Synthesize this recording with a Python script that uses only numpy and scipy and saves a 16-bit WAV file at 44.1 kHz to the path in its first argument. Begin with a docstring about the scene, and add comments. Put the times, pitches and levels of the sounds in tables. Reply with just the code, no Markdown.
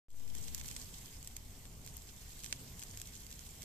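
"""Outdoors at a charcoal grill, meat and fat sizzle close to a phone. Coloured noise makes the fine hiss;
many small bursts of fat bubbles make the crackle, and single larger bursts make the louder pops; one faint
click is made like a pop. Each burst is a spike that arrives along several paths, with diffuse echoes. Below
lies a low outdoor rumble of noise. The recorder opens after a moment of silence and fades in, while a slow
offset on its two inputs settles, at first partly in steps."""
import sys
import numpy as np
from scipy import signal
from scipy.fft import rfft, irfft, next_fast_len
from scipy.io import wavfile
from scipy.ndimage import uniform_filter1d, map_coordinates

SR = 44100
rng = np.random.default_rng(int(sys.argv[2]) if len(sys.argv) > 2 else 0)


def to_wav(sig):
    """Store sig (one row per channel, or 1-D mono) as 16-bit WAV at the path in sys.argv[1].

    Samples outside -1..1 are clipped; the rate is SR.
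    """
    pcm = np.clip(np.atleast_2d(sig), -1, 1) * 32767
    pcm = np.round(pcm).astype(np.int16)
    wavfile.write(sys.argv[1], SR, pcm.T)  # frames by channels


def attenuation_scalar(level_db):
    """Turn a level in dB into a linear amplitude multiplier (20 dB per decade)."""
    decades = np.asarray(level_db, float) / 20
    return 10 ** decades


N = 160524  # length in samples

# How hard the fat fries, before trims and resonances.
# Each row: time in seconds, hiss level in dB, crackle level over the hiss in dB.
FRYING_OVER_TIME = [(.1, -57, -0.5), (.33, -59.5, -5), (.37, -54.5, 0.5), (.55, -56, -3.5), (.7, -54.5, 0),
                    (0.799, -54, -1.5), (.95, -56, -2), (1.4, -59, -6), (1.6, -60.5, -6.5),
                    (2.15, -58.5, -2.5), (2.35, -55.5, -3.5), (2.45, -56.5, 4.5), (2.65, -57.5, -5),
                    (2.83, -56.5, -3), (3.05, -57, -2), (3.3, -58, 0), (3.64, -56.5, -7)]
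# Single pops, and at 0.2783 s a faint click that is no bubble, before the resonances. Each row: start in
# seconds, level in dB, extra left minus right in dB, tilt in dB per octave (three times as much above 9 kHz).
POPS_AND_CLICK = [(.104, -40, 1, 0.5), (.2783, -50.5, -2, -4.5), (0.3509, -41, 2, 0), (0.4418, -48, 2, -1),
                  (0.481, -45.5, -6, -3), (0.547, -30.5, -1.5, 1), (0.5795, -42.5, 2, -2),
                  (0.5844, -44, 0, 1), (0.5971, -48, -8, -1), (0.6002, -46, -1, -1.5),
                  (.6128, -44, -5.5, -8), (0.645, -49.5, 4, -9), (.6592, -47.5, -9, -1),
                  (0.6615, -46.5, -6, 0.5), (.671, -46, 8, 2.5), (0.6816, -40.5, -5, 1),
                  (0.687, -42.5, -2, -2), (0.7127, -43.5, -7, -2), (0.7306, -49, -2, 5),
                  (.7638, -38.5, -0.5, -2.5), (0.7659, -41, -2, -2.5), (.9405, -55, 2, -1),
                  (1.228, -45.5, 0, 0.5), (1.2464, -47, -1, 0.5), (1.274, -38.5, 0.5, 0),
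                  (1.3663, -36.5, -1, 0), (1.654, -50.5, 5, -7), (1.8631, -43.5, -3, 1),
                  (1.8754, -45, -0.5, -2), (1.968, -37, 8, 4), (2.3915, -46.5, -2, 0.5),
                  (2.4359, -43.5, 3, -1.5), (2.444, -38, -1, -2), (2.454, -43, -2, 3),
                  (2.462, -42.5, -7.5, -2.5), (2.5264, -29, -1.5, -4), (2.7938, -42.5, 5, 0),
                  (2.8188, -46, -4, -2.5), (2.8255, -41.5, 2, -3), (2.8353, -40, 2, 0.5),
                  (2.9735, -40.5, -3, -0.5), (2.9998, -44, -3, -0.5), (3.0157, -37, 1.5, -0.5),
                  (3.0727, -45, -2, 0.5), (3.1527, -47.5, -4.5, 0), (3.266, -49.5, -9, -1.5),
                  (3.306, -48, -2, 1), (3.3136, -48, -2, -1), (3.3264, -44.5, -2, 0),
                  (3.3924, -46, -4.5, -0.5), (3.6208, -45, -1, -0.5), (3.63, -47, -6, -1)]
# Colour of the hiss. Each row: frequency in Hz, relative level in dB per Hz.
HISS_COLOUR = [(650, -19), (1100, -9), (1330, -17), (1440, -8.5), (2190, -5.5), (3430, -4.5), (4890, -5),
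               (6390, -2), (7920, -1), (10400, -8.5), (11900, -4), (14300, -4)]
# Colour of the bursts. Each row: frequency in Hz, relative level in dB per Hz.
BURST_COLOUR = [(200, -24), (950, -15), (1350, -16), (1700, -11.5), (2140, -10.5), (3140, -6), (4490, -6),
                (6300, -0.5), (7700, 3.5), (8600, -1.5), (10200, -8), (13000, -6), (16000, -6.5)]
# Colour of the rumble. Each row: frequency in Hz, relative level in dB per Hz.
RUMBLE_COLOUR = [(12, -28), (20, 0.5), (59, -2), (139, -8), (217, -14.5), (250, -12.5), (309, -22),
                 (457, -20), (508, -25), (793, -25), (1400, -33), (1820, -60), (3080, -120)]
# Body of the rumble, before its drift. Each row: time in seconds, level in dB.
RUMBLE_BODY_LEVEL = [(0.4, -58), (1.41, -59.5), (3.64, -59.5)]
# How alike left and right noise are. Each row: frequency in Hz, likeness (1 is the same, 0 is unrelated).
LEFT_RIGHT_LIKENESS = [(60, 0.97), (180, 0.97), (550, 0.46), (1650, 0.2), (4970, 0.19), (15000, 0.0)]
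# Colour difference of the two ports. Each row: frequency in Hz, left minus right in dB.
PORT_COLOUR = [(60, 0), (180, -2), (800, -0.5), (1500, 3.5), (2380, -2.5), (3440, -2.5), (4400, -2),
               (5200, -7), (7700, -1), (8300, 6), (10200, -4.5), (15000, 0.5)]
# Input offset before the fade, a row for left and one for right. Each row: size of the main part, its fall
# time in seconds, size of the opposing part, its fall time in seconds (times to drop to 37 percent).
INPUT_OFFSET = [(0.05, 0.3, 0.007, 1), (0.035, 0.079, 0.003, 0.9)]
# Resonances near the microphone. Each row: frequency in Hz, width in Hz, lift in dB.
BOWL_RESONANCES = [(2120, 230, 2.5), (3130, 130, 2.5), (7600, 160, 2.5), (13100, 200, 3.5)]
# Ways from a burst to the two ports, direct and off meat, grate and bowl, before scatter.
# Each row: delay in seconds, left level in dB, right level in dB.
BURST_PATHS = [(0, -3.5, -2.5), (.0005, -13.5, 0), (.0009, -7.5, -7.5), (.0012, -1.5, -11.5),
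               (.0037, -17, -15), (.007, -22, -22)]

CRACKLES_PER_S, CRACKLE_SPREAD_DB, CLUMP_DB = 800, 3.5, 3  # average rate, size scatter, clump strength
CRACKLE_HZ = (2940, 12700)  # lowest and highest crackle centre
CRACKLE_OCTAVES = 1.1  # a crackle falls 20 dB over this distance from its centre
TILT_HZ = 6500  # pivot of a pop's tilt
SPIKE = 12  # spike height against the echo noise, before the path levels
HOLD_S, RING_T60_S = 0.0013, 0.0071  # dense echoes: steady time, then time to fall 60 dB
TAIL_DB, TAIL_T60_S = -14, 0.088  # faint echo tail: level under the dense part, time to fall 60 dB
PATH_SCATTER_S, PATH_SPREAD_DB = 0.00003, 2.5  # random change of path delay and level per burst
PORT_LAG = 3  # samples by which the right port hears each spike later
OPEN_S, FADE_S, FADE_BEND = 0.0845, 0.26, 0.86  # silence, fade length, power of the fade curve
STEP_S, STEPS_UNTIL_S = 0.06, 0.24  # step length, end of the steps after opening
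STEP_SHARE = (1, 0.5)  # how fully the offset moves in steps, left and right
TOP_HZ, ABOVE_TOP_DB = 14280, -45  # band limit and final level above it


def frying():
    """Fat frying: hiss and crackle both follow how hard it fries."""
    times, *levels = np.transpose(FRYING_OVER_TIME)
    hiss_db, crackle_db = (np.interp(np.arange(N) / SR, times, level) for level in levels)
    fine_hiss = hiss(hiss_db + 2)
    return fine_hiss + attenuation_scalar(hiss_db - 1.0 + crackle_db) * crackle()


def hiss(level_db):
    """Fine sizzle: coloured noise whose level flickers a little."""
    flicker_db = 0.15 * wobble(9.6) + wobble(50)
    return attenuation_scalar(level_db + flicker_db) * rush(HISS_COLOUR, patchy_db=1.5)


def crackle():
    """Small bubble bursts in clumps, with scattered sizes, pitches and places, scaled to rms 1."""
    chance, size, kind, pan = rng.random((4, N))
    kernels = bursts(count=14)
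    size_db = -CRACKLE_SPREAD_DB * np.log(size + 0.0095)  # few large, many small
    hits = (chance < CRACKLES_PER_S / SR) * attenuation_scalar(size_db + CLUMP_DB * wobble(60))
    kinds = (kind * len(kernels)).astype(int)
    sides = np.array([0.5 + pan, 1.5 - pan])  # left and right gain of each hit
    two_octaves_db = 2 * -20 / CRACKLE_OCTAVES
    out = np.zeros((2, N))
    for k, centre in enumerate(np.geomspace(*CRACKLE_HZ, len(kernels))):
        colour = [(centre / 4, two_octaves_db), (centre, 0), (centre * 4, two_octaves_db)]
        kernel = unit(causal(kernels[k], colour))
        own_hits = (hits * (kinds == k))[None] * sides
        out += signal.fftconvolve(own_hits, kernel, axes=1)[:, :N]
    return unit(causal(out, BURST_COLOUR))


def pops_and_click():
    """Larger bubbles bursting, and one faint click shaped like them, each with its own brightness and place."""
    out = np.zeros((2, N + SR))
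    for (start, db, pan_db, tilt_db), burst in zip(POPS_AND_CLICK, bursts(count=len(POPS_AND_CLICK))):
        colour = []
        for hz, level in BURST_COLOUR:
            octaves = np.log2(max(hz, 2000) / TILT_HZ)
            steeper = 3 if hz > 9000 else 1
            colour.append((hz, level + tilt_db * octaves * steeper))
        burst = causal(burst, colour)
        burst = burst / np.sqrt(np.mean(burst[:, :SR // 500] ** 2))  # level counts over the first 2 ms
        gain = attenuation_scalar(db + np.array([[0.5], [-0.5]]) * pan_db)
        out[:, round(start * SR):][:, :burst.shape[1]] += gain * burst
    return out[:, :N]


def bursts(count):
    """Stereo bursts: a spike arriving along several paths, over diffuse echoes and a faint tail."""
    t = np.arange(SR // 25) / SR
    dense = attenuation_scalar(-60 * np.maximum(t - HOLD_S, 0) / RING_T60_S)
    shape = dense + attenuation_scalar(TAIL_DB - 60 * t / TAIL_T60_S)
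    # the extra noise values at the end scatter the paths
    noise = rng.standard_normal((count, 2, len(t) + 2 * len(BURST_PATHS)))
    out = noise[..., :len(t)] * shape
    for k, (delay, *side_db) in enumerate(BURST_PATHS):
        arrival = delay + PATH_SCATTER_S * noise[:, 0, -1 - 2 * k]
        at = np.round(abs(SR * arrival)).astype(int)
        for side in range(2):
            level_db = side_db[side] + PATH_SPREAD_DB * noise[:, side, -2 - 2 * k]
            out[np.arange(count), side, at + side * PORT_LAG] += SPIKE * attenuation_scalar(level_db)
    return out


def rumble():
    """Distant traffic and air: noise with a steady deep part and a body that drifts in level."""
    both = rush(RUMBLE_COLOUR, patchy_db=0.5)
    deep = filtered(both, lambda hz: hz < 100)
    body_db = np.interp(np.arange(N) / SR, *np.transpose(RUMBLE_BODY_LEVEL)) + 1.3 * wobble(2.7)
    return attenuation_scalar(-55.0) * unit(deep) + attenuation_scalar(body_db) * unit(both - deep)


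def rush(spectrum, patchy_db):
    """Coloured stereo noise of rms 1, with patches of random gain over time and frequency."""
    z = signal.stft(rng.standard_normal((2, N)), nperseg=512)[2]
    field = uniform_filter1d(rng.standard_normal(z.shape[1:]), size=6, axis=0)
    field = uniform_filter1d(field, size=8, axis=1)
    pair = signal.istft(z * attenuation_scalar(patchy_db * unit(field)), nperseg=512)[1][:, :N]

    def response(hz):
        # sharing power between middle and side sets how alike left and right are
        angle = np.arccos(np.clip(along(LEFT_RIGHT_LIKENESS, hz), -1, 1)) / 2
        return attenuation_scalar(along(spectrum, hz)) * [np.cos(angle), np.sin(angle)]
    mid, side = filtered(pair, response)
    return unit(np.array([mid + side, mid - side]))


def causal(x, spectrum):
    """Colour x with a minimum-phase filter, so nothing rings before a hit."""
    def response(hz):
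        cepstrum = irfft(np.log(np.maximum(attenuation_scalar(along(spectrum, hz)), 1e-4)))
        cepstrum[1:len(hz) - 1] *= 2  # folding it forward in time gives minimum phase
        cepstrum[len(hz):] = 0
        gain = np.exp(rfft(cepstrum))
        return gain / np.sqrt(np.mean(abs(gain) ** 2))
    return filtered(x, response)


def filtered(x, response):
    """Multiply the spectrum of x by a response given as a function of frequency in Hz."""
    m = next_fast_len(x.shape[-1] + 8192)
    return irfft(rfft(x, m) * response(np.fft.rfftfreq(m, 1 / SR)), m)[..., :x.shape[-1]]


def along(points, hz):
    """Read a curve of (Hz, value) points on a log frequency axis."""
    f, v = np.transpose(points)
    return np.interp(np.log(hz + 1), np.log(f + 1), v)


def wobble(rate):
    """A smooth random curve through rate random points a second."""
    return map_coordinates(rng.standard_normal(int(N * rate / SR) + 4), [np.arange(N) * rate / SR])


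def unit(x):
    """Scale to rms 1."""
    return x / np.sqrt(np.mean(x ** 2) + 1e-20)


def bowl_lift(hz):
    """Resonances near the microphone: each adds a band-pass peak to the direct sound."""
    lift = 1
    for centre, width, db in BOWL_RESONANCES:
        damping = 1j * hz * width
        lift = lift + (attenuation_scalar(db) - 1) * damping / (centre * centre - hz * hz + damping)
    return lift


def scene():
    """The frying, pops and click are lifted at the resonances; the rumble comes from afar."""
    return filtered(frying() + pops_and_click(), bowl_lift) + rumble()


def input_offset(t):
    """Slow offset on the two inputs that dies away, at first partly in steps."""
    waiting = (t % STEP_S) * (t < STEPS_UNTIL_S)  # time since the last step
    sides = []
    for (size, fall, opposing, back), share in zip(INPUT_OFFSET, STEP_SHARE):
        main = size * np.exp(-(t - share * waiting) / fall)
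        sides.append(main - opposing * np.exp(-t / back))
    return np.array(sides)


def band_limit(hz):
    """Gain that drops steeply above the top frequency."""
    depth = np.clip((hz - TOP_HZ) / 500 + 0.19, 0, 1) * (hz > TOP_HZ)
    return attenuation_scalar(ABOVE_TOP_DB * depth)


def roll_off(x):
    """The treble ends steeply here."""
    return signal.sosfilt(signal.butter(12, 15610, fs=SR, output="sos"), x)


def record(dry):
    """The recorder: port colour, settling offset, silence and fade-in, band limit."""
    t = np.maximum(np.arange(N) / SR - OPEN_S, 0)  # time since opening
    ports = filtered(dry, lambda hz: attenuation_scalar(along(PORT_COLOUR, hz) * np.array([[0.5], [-0.5]])))
    fade = np.clip((t + 0.0039) / FADE_S, 0, 1) ** FADE_BEND * (t > 0)
    limited = filtered((ports + input_offset(t)) * fade, band_limit)
    return roll_off(limited * (t > 0))


dry = scene()
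out = record(dry)
to_wav(out)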